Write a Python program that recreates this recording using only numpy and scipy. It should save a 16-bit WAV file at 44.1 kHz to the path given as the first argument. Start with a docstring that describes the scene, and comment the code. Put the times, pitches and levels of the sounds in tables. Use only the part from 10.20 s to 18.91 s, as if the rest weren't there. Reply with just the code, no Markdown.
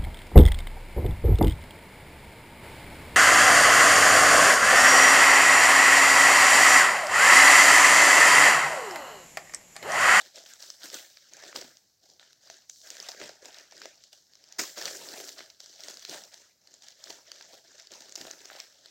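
"""A quiet room with faint noise and a thin high whine: close by, hands unwrap a potted plant from newspaper.
Dense, clustered buckles ring small facets, folds and wide panels of the sheet over a grain of rubbing fibres.
Stiff creases snap and wide folds pop as short noise bursts through resonances; layers slide, a few fibres tear.
Once the sheet is yanked free: a rip and flutter, then a swing of noise with a sinking hollow note and a rasp. A
few soft low thuds sound now and then, and the room answers with a diffuse decaying tail."""
import sys
import numpy as np
from scipy import signal
from scipy.fft import rfft, irfft, next_fast_len
from scipy.io import wavfile
from scipy.ndimage import uniform_filter1d, map_coordinates

SR = 44100
rng = np.random.default_rng(int(sys.argv[2]) if len(sys.argv) > 2 else 0)


def to_wav(sig):
    """Store sig (one row per channel, or 1-D mono) as 16-bit WAV at the path in sys.argv[1].

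    Samples outside -1..1 are clipped; the rate is SR.
    """
    pcm = np.clip(np.atleast_2d(sig), -1, 1) * 32767
    pcm = np.round(pcm).astype(np.int16)
    wavfile.write(sys.argv[1], SR, pcm.T)  # frames by channels


N = 383978


def amp(db):
    """Decibels to gain."""
    return 10 ** (np.asarray(db) / 20)


def decibels(gain):
    """Gain to decibels."""
    return 20 * np.log10(gain)


def unit(x):
    """Scale to rms 1."""
    return x / np.sqrt(np.mean(x ** 2) + 1e-20)


def along(points, hz):
    """Read (frequency, value) points on a log frequency axis."""
    f, v = np.transpose(points)
    return np.interp(np.log(hz + 1), np.log(f), v)


def wobble(rate):
    """A smooth random curve through rate knots a second."""
    knots = rng.standard_normal(int(N * rate / SR) + 4)
    return map_coordinates(knots, [np.arange(N) * rate / SR], order=2)


def coloured(x, gain, size=2048):
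    """Causal minimum-phase filter with the given gain over frequency."""
    cepstrum = irfft(np.log(np.maximum(gain(np.fft.rfftfreq(size, 1 / SR)), 1e-6)))
    cepstrum[1:size // 2] *= 2
    cepstrum[size // 2 + 1:] = 0
    impulse = irfft(np.exp(rfft(cepstrum)))
    return signal.fftconvolve(x, impulse)[:len(x)]


# colour of the room's background, overall level set apart: pitch_hz [Hz], density_db [dB per Hz]
BACKGROUND_COLOUR = [(25, -27), (70, 3), (130, 3.5), (300, -0.5), (1000, -10.5), (4000, -13.5),
                     (10000, -15), (15500, -14)]


def background(level_db=-77, whine_db=-86.0, whine_hz=13500, width_hz=150):
    """Faint room noise with a narrow noise band as a thin high whine."""
    air = coloured(rng.standard_normal(N), lambda f: amp(along(BACKGROUND_COLOUR, f)))
    whine = coloured(rng.standard_normal(N), lambda f: 1 / (1 + ((f - whine_hz) / width_hz) ** 2))
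    return amp(level_db) * unit(air) + amp(whine_db) * unit(whine)


# how long the room rings: pitch_hz [Hz], decay_t60_s [s]
ROOM_DECAY = [(200, 0.19), (2000, 0.06), (12000, 0.9)]


def room(x):
    """A diffuse answer of the room: a noise tail in which each frequency dies at its own speed."""
    hz, t, z = signal.stft(rng.standard_normal(SR // 2), SR, nperseg=256)
    fade = amp(-60 * t / along(ROOM_DECAY, hz)[:, None])
    tail = signal.istft(z * fade, SR, nperseg=256)[1]
    delayed = np.pad(x, (SR // 250, 0))  # 4 ms before the answer starts
    return signal.fftconvolve(delayed, tail / np.linalg.norm(tail))[:N]


# what the crumpled sheet radiates, relative colour only: pitch_hz [Hz], density_db [dB per Hz]
SHEET_COLOUR = [(60, -11), (200, -10.5), (350, 0.5), (480, -2.5), (620, 1.5), (800, -3.5), (1050, -6.5),
                (1600, 0.5), (2500, -2), (5700, 4), (7300, 1.5), (9500, -14.5), (15500, -10.5)]


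def sheet_gain(f):
    """Gain of the sheet as a radiator over frequency."""
    return amp(along(SHEET_COLOUR, f))


def sheet(x, lo_hz, hi_hz, order=14):
    """Sound given off by the parts of the sheet that ring between two frequencies."""
    def band(f):
        low_side = 1 + (lo_hz / (f + 1)) ** (2 * order)
        high_side = 1 + (f / hi_hz) ** (2 * order)
        return 1 / np.sqrt(low_side * high_side)
    return coloured(x, lambda f: sheet_gain(f) * band(f))


def crease(slip, hz, width_hz, crack_db):
    """A slip rings one patch of paper over a broad crack; it carries the energy of 4 ms at rms 1."""
    def patch(f):
        resonance = 1 / (1 + ((f - hz) / width_hz) ** 2)
        above_bass = f ** 2 / (f ** 2 + (hz / 10) ** 2)  # a small patch gives off little bass
        return resonance + amp(crack_db) * above_bass
    ring = coloured(slip, lambda f: sheet_gain(f) * patch(f))
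    return np.sqrt(SR / 250) * ring / np.linalg.norm(ring)


# soft low knocks: start_s [s], level_db [dB, before gain_db]
BUMP_EVENTS = [(1.358, -49), (1.439, -53.5), (3.02, -45.5), (8.007, -47.5)]


def bumps(gain_db=-5, rise=0.0022, t60=0.25, lo_hz=110, hi_hz=300):
    """A soft low thud of decaying noise."""
    t = np.arange(N) / SR
    thud = unit(sheet(rng.standard_normal(N), lo_hz, hi_hz, order=3))
    envelope = np.zeros(N)
    for start_s, level_db in BUMP_EVENTS:
        envelope += np.clip((t - start_s) / rise, 0, 1) * amp(level_db - 60 * np.abs(t - start_s) / t60)
    return amp(gain_db) * envelope * thud


# the loose sheet swings through the air: its time, level and hollow note from first to last
SWING_S, SWING_LENGTH_S, SWING_DB, SWING_FROM_HZ, SWING_TO_HZ = 4.56, 0.5, -55, 610, 354


def swing(octaves=0.34, rise=0.011, fade_db_per_s=110):
    """The swinging sheet is a band of noise; its note sinks as more of it unfolds."""
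    hz, t, z = signal.stft(rng.standard_normal(N), SR, nperseg=1024)
    note = np.interp(t, [SWING_S, SWING_S + SWING_LENGTH_S], [SWING_FROM_HZ, SWING_TO_HZ])
    octaves_off = np.log2((hz[:, None] + 1) / note)
    hum = signal.istft(z * np.exp(-.5 * (octaves_off / octaves) ** 2), SR, nperseg=1024)[1][:N]
    age = np.arange(N) / SR - SWING_S
    db = SWING_DB - fade_db_per_s * np.maximum(age - SWING_LENGTH_S, 0)
    return np.clip(age / rise, 0, 1) * amp(db) * unit(hum)


# how the fingers close on the paper, and how it relaxes after the squeeze
CLOSE_S, RELAX_DB_PER_S = .027, 129


def squeeze(age, length, build_db):
    """Gain of one grip: the fingers close, the force moves by build_db (eases if negative), then lets go."""
    closing = np.clip(age / CLOSE_S, 0, 1)
    slack = np.clip(1 - age / np.abs(length), 0, 1)
    return closing * amp(-build_db * slack - RELAX_DB_PER_S * np.maximum(age - length, 0))


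def scrape(level_db=-52, rough_db=4, lo_hz=5200, hi_hz=16000, length=0.47):
    """The swinging sheet drags over the bundle: a fine, bright noise rasp, randomly rough in level."""
    age = np.arange(N) / SR - SWING_S
    rough = amp(rough_db * (wobble(500) + wobble(60)))
    rasp = sheet(rng.standard_normal(N), lo_hz, hi_hz, order=4) * rough
    return amp(level_db) * squeeze(age, length, 0) * unit(rasp)


def tear(middle_s=2.4983, length=0.0022, level_db=-37, note_hz=6700, width_hz=600, crack_db=-15):
    """A few fibres rip in one tiny bright zip, a bell-shaped burst of noise."""
    age = np.arange(N) / SR - middle_s
    slip = rng.standard_normal(N) * np.exp(-(age / length) ** 2)
    return amp(level_db) * crease(slip, note_hz, width_hz, crack_db)


# wide folds popping over, each with its own hollow note:
# start_s [s, before a 1.2 ms delay], level_db [dB, before gain_db], pitch_hz [Hz]
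POP_EVENTS = [(0.177, -39.5, 616), (0.74, -39.5, 770), (0.971, -46, 2030), (1.236, -36.5, 620),
              (1.327, -36.5, 1360), (1.358, -29, 990), (1.423, -38, 402), (1.996, -49, 1700),
              (2.027, -47, 1740), (2.299, -36, 645.3), (2.767, -40, 1730), (2.889, -32.5, 662),
              (2.946, -38, 552.4), (3.014, -29.5, 398), (3.093, -34, 606), (3.523, -42, 720),
              (3.616, -34.5, 1570), (3.655, -31, 617), (4.575, -32, 626), (4.653, -33, 790),
              (4.678, -30, 2140), (4.941, -37.5, 371), (5.001, -35, 406), (5.19, -41.5, 1950),
              (5.205, -34.5, 436), (5.683, -35.5, 536), (5.927, -33.5, 627), (6.871, -42.5, 1750),
              (6.901, -39, 598), (7.116, -41, 1900), (7.209, -40, 1530), (8.051, -35.5, 586),
              (8.081, -39, 526.7), (8.107, -40, 350), (8.3, -34.5, 1738), (8.317, -38.5, 705),
              (8.351, -38.5, 610)]
FOLD_T60 = .022  # s, decay of the shiver


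def pops(gain_db=-8.0, crack_db=-9, kick_db=24):
    """A wide fold flips over with one kick and a brief shiver of noise."""
    t = np.arange(SR // 10) / SR
    out = np.zeros(N + len(t))
    for start_s, level_db, pitch_hz in POP_EVENTS:
        shiver = rng.standard_normal(len(t)) * amp(-60 * t / FOLD_T60)
        kick = amp(kick_db) * (t == 0)
        soft = coloured(shiver + kick, lambda f: f / (f + 200) / (1 + (f / 3200) ** 4))
        pop = crease(soft, pitch_hz, pitch_hz / 4, crack_db)
        out[int((start_s + .0012) * SR):][:len(t)] += amp(level_db + gain_db) * pop
    return out[:N]


# stiff creases snapping through: start_s [s], level_db [dB, before gain_db]
SNAP_EVENTS = [(0.061, -52), (0.158, -44.5), (0.261, -49.0), (0.336, -44.5), (0.404, -48.5), (0.425, -41),
               (0.502, -36), (0.633, -42.5), (0.701, -42), (0.743, -36), (0.787, -46), (0.971, -48.5),
               (1.135, -43.5), (1.168, -48.0), (1.238, -47.5), (1.279, -49), (1.361, -32), (1.413, -40),
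               (1.57, -51), (1.9, -53.5), (1.996, -50.5), (2.13, -54), (2.3, -45), (2.703, -37),
               (2.768, -44), (2.801, -37.5), (2.827, -42), (2.887, -36), (2.89, -37), (2.917, -39.5),
               (3.016, -51), (3.092, -44.5), (3.256, -43.5), (3.344, -46.0), (3.385, -45), (3.511, -52),
               (3.522, -50), (3.567, -49.5), (3.578, -48.5), (3.618, -43.5), (3.656, -43), (3.838, -49),
               (3.929, -50), (4.135, -54), (4.154, -51.5), (4.24, -52), (4.288, -56), (4.324, -43.5),
               (4.587, -39), (4.624, -35.5), (4.655, -30), (4.679, -46), (4.709, -42.5), (4.887, -41),
               (5.041, -42.5), (5.091, -39.5), (5.192, -46), (5.301, -47), (5.403, -42.5), (5.46, -46.5),
               (5.605, -44.0), (5.636, -40.5), (5.684, -39.0), (5.709, -43.5), (5.741, -45.0),
               (5.771, -42.5), (5.794, -48), (5.85, -36.5), (5.895, -37), (6.037, -45), (6.142, -44.5),
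               (6.473, -51.5), (6.54, -48.5), (6.622, -50.5), (6.684, -44.5), (6.84, -40), (6.904, -38.5),
               (7.117, -38), (7.211, -47), (7.224, -47.0), (7.598, -46), (7.671, -47), (7.718, -46),
               (7.737, -45), (7.806, -47.0), (7.821, -48.0), (7.894, -48.5), (7.923, -43), (7.955, -35.5),
               (7.959, -35.0), (7.987, -49), (8.013, -38.5), (8.068, -46), (8.111, -36.5), (8.256, -43),
               (8.401, -36), (8.659, -46.5)]
FACET_HZ, FACET_OCTAVES = 5320, 0.21  # the facet a snap rings: usual pitch and its scatter


def snaps(gain_db=0.75, rise=0.00008, length=0.0021, width_hz=1000, crack_db=-11):
    """A stiff crease gives way for a few milliseconds and stops; its facet rings over a broad crack."""
    t = np.arange(SR // 20) / SR
    out = np.zeros(N + len(t))
    envelope = (1 - np.exp(-t / rise)) ** 2 * np.exp(-(t / length) ** 2)
    for start_s, level_db in SNAP_EVENTS:
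        slip = rng.standard_normal(len(t)) * envelope
        hz = FACET_HZ * 2 ** (FACET_OCTAVES * rng.standard_normal())
        out[int(start_s * SR):][:len(t)] += amp(level_db + gain_db) * crease(slip, hz, width_hz, crack_db)
    return out[:N]


def ticks(effort_db, centre_hz, most_db, t60, count=420):
    """Small creases click above the rubbing, each at its own pitch; a light touch frees few of them."""
    t = np.arange(SR // 50) / SR
    out = np.zeros(N + len(t))
    places, chances = rng.integers(N, size=count), rng.random(count)
    sizes, pitches = rng.uniform(-1.3, 1, (2, count))
    slips = rng.standard_normal((count, len(t))) * amp(-60 * t / t60)
    for at, chance, size, pitch, slip in zip(places, chances, sizes, pitches, slips):
        db = min(effort_db[at], (effort_db[at] + most_db) / 2)  # half the growth above most_db
        if chance < amp(db - most_db):
            hz = centre_hz * 2 ** (pitch / 2)
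            out[at:][:len(t)] += amp(db + 4 * size) * crease(slip, hz, hz / 5, -11)
    return out[:N]


# handfuls of paper, levels before the trims in rustle(): start_s [s], length_s [s],
# facet_db [dB, small facets at the end], build_db [dB, change during the squeeze],
# fold_db [dB re facets], panel_db [dB re folds], slide_db [dB re facets]
HANDFUL_EVENTS = [(-0.032, 0.027, -46.5, 5.0, -9, 0.5, -11), (0.13, 0.034, -48.0, 9, -9, 2.5, -15),
                  (0.234, 0.069, -52.0, 9, -6.5, -6, -8), (0.384, 0.114, -52.5, -2.0, -9.5, -4, -7.5),
                  (0.559, 0.087, -45.0, 25.0, -7, -3.5, -8.5), (0.709, 0.037, -43.0, 4.5, -6, -3.5, -6.5),
                  (0.883, 0.206, -60.5, 2.0, -9.5, -6.5, -18), (1.103, 0.182, -51.0, 9.0, -3.5, -1, -14.5),
                  (1.329, 0.033, -43.5, 13.5, -3.5, 0.5, -9.5), (1.807, 0.115, -62.0, 1, -15.5, 10, -16),
                  (1.985, 0.13, -64, -6, -7, -4, -21), (2.201, 0.138, -54, 7.0, -9.5, -1.5, -15),
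                  (2.472, 0.237, -53.0, 7.5, -29, 4, -9), (2.622, 0.287, -49, 9, -3, -3.5, -13),
                  (2.95, 0.072, -45.0, 17.5, -4, 1.5, -18.5), (3.198, 0.061, -52, 12, -3.5, 1, -12.5),
                  (3.307, 0.083, -53.5, 7.5, -0.5, -6.5, -14), (3.491, 0.159, -52.0, 11.0, -4.5, 0.5, -18),
                  (3.737, 0.102, -58.5, 13.0, -16.5, -1, -31), (3.904, 0.021, -55.5, 14, -12, -0.5, -12),
                  (4.075, 0.367, -57.0, 12.5, -7.5, -1, -22), (4.553, 0.127, -41.5, 2, -5, -3, -11.5),
                  (4.688, 0.313, -47, 6.0, -6.5, 1.5, -7), (5.049, 0.013, -45.5, 1, -9, -2, -8),
                  (5.153, 0.035, -48.5, 4.0, -5, -2, -20), (5.385, 0.212, -55.5, -1, -13.5, 0.5, -16),
                  (5.575, 0.126, -48.0, 8.0, -6.5, 0, -11), (5.772, 0.089, -50.0, 9.0, -9.0, -11, -12),
                  (5.875, 0.062, -43.5, 3.0, -6, 2, -10), (6.109, 0.142, -61.5, -7.0, -6.5, -3, -14.5),
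                  (6.388, 0.152, -60.0, 13.5, -10.5, 4, -21), (6.601, 0.097, -56.0, 1, -10.5, -2.5, -16),
                  (6.747, 0.157, -48.0, 20.5, -7, 2, -12.5), (7.04, 0.216, -56.0, 1.5, -7, -1.5, -24),
                  (7.262, 0.082, -54.5, 8.5, -9, 5.5, -11), (7.428, 0.181, -55.0, 7.0, -7, -3.5, -22),
                  (7.695, 0.222, -57, -5.0, -8.5, 3, -14), (7.955, 0.16, -53, -2.5, -5, 3, -10.5),
                  (8.165, 0.229, -51.5, 7.5, -3.5, -3, -11.5), (8.474, 0.234, -57.5, 11.0, -9.5, 1, -20)]
# the held bundle is never quite still: its facets, and all its other parts re facets
TOUCH_DB, TOUCH_BODY_DB = -71.5, -16


def hands():
    """Level in dB of facets, folds, panels and sliding: the handfuls add up over the light hold."""
    t = np.arange(N) / SR
    clock = np.linspace(0, t[-1], N // 64)  # coarse control times
    columns = np.transpose(HANDFUL_EVENTS)[:, :, None]
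    start_s, length_s, facet_db, build_db, fold_db, panel_db, slide_db = columns
    push = amp(facet_db) * squeeze(clock - start_s, length_s, build_db)

    def level(part_db, rest_db):
        power = np.sum((push * amp(part_db)) ** 2, axis=0) + amp(rest_db) ** 2
        return np.interp(t, clock, 10 * np.log10(power))

    restless_db = TOUCH_DB + 2 * wobble(10)[::64][:len(clock)]
    body_db = TOUCH_DB + TOUCH_BODY_DB
    facets, folds = level(0, restless_db), level(fold_db, body_db)
    return facets, folds, level(fold_db + panel_db, body_db), level(slide_db, body_db)


# the sheet is yanked free: timing, then level and t60 (s) of the rip and of the longer flutter
YANK_S, YANK_RISE_S, YANK_HOLD_S = 4.383, 0.011, 0.021
YANK_DB, YANK_T60, FLUTTER_DB, FLUTTER_T60 = -35.5, 0.086, -36, .42


def yanked():
    """Gain of the sudden pull: a short rip with a flutter that outlasts it."""
    age = np.maximum(np.arange(N) / SR - YANK_S, 0)
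    after = np.maximum(age - YANK_HOLD_S, 0)
    rip = amp(YANK_DB - 60 * after / YANK_T60)
    flutter = amp(FLUTTER_DB - 60 * age / FLUTTER_T60)
    return np.minimum(age / YANK_RISE_S, 1) * (rip + flutter)


def buckles(effort_db, rate, growth_db, cluster_db, spread_db):
    """Sample indices and heights of small buckles: more effort, more of them, with clustered heights."""
    density = rate * amp(growth_db * (effort_db - np.mean(effort_db)) / 10)
    at = np.flatnonzero(rng.random(N) < density / SR)
    cluster = cluster_db * wobble(130)[at]
    own = spread_db * np.minimum(rng.exponential(size=len(at)), np.pi)
    return at, amp(cluster + own)


def rings(at, height, lo_hz, hi_hz, t60, drift=0.355, scatter=0.204):
    """A short damped ring for every buckle; the pitch drifts as the paper changes shape."""
    t = np.arange(int(t60 * SR) + 2) / SR
    place = (drift * wobble(12)[at] + scatter * rng.standard_normal(len(at))) % 1
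    hz = lo_hz + (hi_hz - lo_hz) * place[:, None]
    waves = height[:, None] * np.sin(2 * np.pi * hz * t) * 1000 ** (-t / t60)
    samples = at[:, None] + np.arange(len(t))
    return np.bincount(samples.ravel(), waves.ravel(), N)[:N]


def steady(x, span):
    """Level to about rms 1 over span seconds: hands supply energy evenly, creases release it in jerks."""
    power = uniform_filter1d(uniform_filter1d(x ** 2, int(span * SR)), int(span * SR / 2))
    return x / np.sqrt(np.abs(power) + 1e-12)


# hollow colour of the lightly touched bundle, before levelling: pitch_hz [Hz], gain_db [dB]
HOLLOW_COLOUR = [(330, -3.5), (620, 4.5), (1050, -4), (1700, 3), (2600, -3.5), (3900, -3.5), (5900, -3.5),
                 (9000, -12)]


def crumple(at, height, opened, lo_hz, hi_hz, t60, rub_db):
    """Buckles ring one size of paper patch, over the fine noise grain of rubbing fibres."""
    own = height * amp(1.4 * rng.standard_normal(len(at)))
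    grains = unit(rings(at, own, lo_hz, hi_hz, t60))
    rubbing = amp(rub_db) * rng.standard_normal(N)
    free = sheet(grains + rubbing, lo_hz, hi_hz)
    hollow = coloured(free, lambda f: amp(along(HOLLOW_COLOUR, f)))
    return steady(opened * free + (1 - opened) * hollow, span=0.053)


# the sheet's resonances shift as it bends: scale of the random gain (dB), knots a second and an octave
SHIFT_DB, SHIFTS_PER_S, SHIFTS_PER_OCTAVE = 3, 45, 3


def reshaped(x):
    """Resonances come and go as the paper changes shape: a smooth random gain over time and pitch."""
    hz, t, z = signal.stft(x, SR, nperseg=256)
    pitch_knots = SHIFTS_PER_OCTAVE * np.log2(1 + hz / hz[2])
    place = np.meshgrid(pitch_knots, SHIFTS_PER_S * t, indexing="ij")
    knots = rng.standard_normal([int(p.max()) + 2 for p in place])
    field = map_coordinates(knots, place, order=2)
    return signal.istft(z * amp(SHIFT_DB * field), SR, nperseg=256)[1][:N]


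BUSIEST_DB = -44  # beyond this effort the buckles come no faster, only harder
# wide panels gain (or lose) this many dB per dB of facet level above (or below) a firm squeeze
FIRM_DB, PANEL_GROWTH = -45.5, 0.089


def rustle():
    """The same buckles shake panels, folds and facets while the layers slide."""
    facet_db, fold_db, panel_db, slide_db = hands()
    panel_db = panel_db + PANEL_GROWTH * (facet_db - FIRM_DB)
    yank = yanked()
    # big movements open the bundle up
    opened = .5 + .5 * np.tanh((decibels(amp(panel_db) + yank) + 55.3) / 8)
    # a touch too light to bend the folds stirs only the smallest facets
    firm = .5 + .5 * np.tanh((fold_db + 78.0) / 8)
    effort_db = np.minimum(decibels(amp(facet_db) + yank), BUSIEST_DB)
    at, height = buckles(effort_db, rate=800, growth_db=5, cluster_db=3.5, spread_db=1.5)

    panels = crumple(at, height, opened, lo_hz=133.0, hi_hz=1003, t60=0.028, rub_db=3.0)
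    panels *= amp(panel_db - 0.5) + amp(-9.5) * yank
    folds = crumple(at, height, opened, lo_hz=930, hi_hz=2940, t60=0.012, rub_db=11.0)
    folds *= amp(fold_db - 1.0) + amp(-7.0) * yank
    coarse = crumple(at, height, opened, lo_hz=2887, hi_hz=9600, t60=0.0055, rub_db=3.0)
    fine = crumple(at, height, opened, lo_hz=3850, hi_hz=7630, t60=0.0019, rub_db=6.0)
    facets = np.sqrt(firm) * coarse + np.sqrt(1 - firm) * fine
    facets = facets * amp(facet_db - 0.56) + coarse * yank
    slide = crumple(at, height, opened, lo_hz=7660, hi_hz=17300, t60=0.0021, rub_db=2.5)
    slide *= amp(slide_db) + amp(-8.5) * yank
    clicks = ticks(facet_db, centre_hz=4900, most_db=-53, t60=.003)
    return reshaped(panels + folds) + facets + slide + clicks


ROOM_DB, WIDTH_DB = -9.5, -20  # the room's answer in the middle and at the sides
QUIET_WIDTH_DB = -19.5  # side re middle of the background


def scene():
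    """The paper is straight ahead; only the room and its background differ a little between the ears."""
    paper = bumps() + swing() + scrape() + tear() + pops() + snaps() + rustle()
    mid = background() + amp(ROOM_DB) * room(paper) + paper
    side = amp(QUIET_WIDTH_DB) * background() + amp(WIDTH_DB) * room(paper)
    return np.array([mid + side, mid - side])


TOP_HZ = 15900  # band limit


def record(dry):
    """Remove everything from the band limit upward."""
    size = next_fast_len(N + SR // 4)
    kept = np.fft.rfftfreq(size, 1 / SR) < TOP_HZ
    return irfft(rfft(dry, size) * kept, size)[:, :N]


dry = scene()
out = record(dry)
to_wav(out)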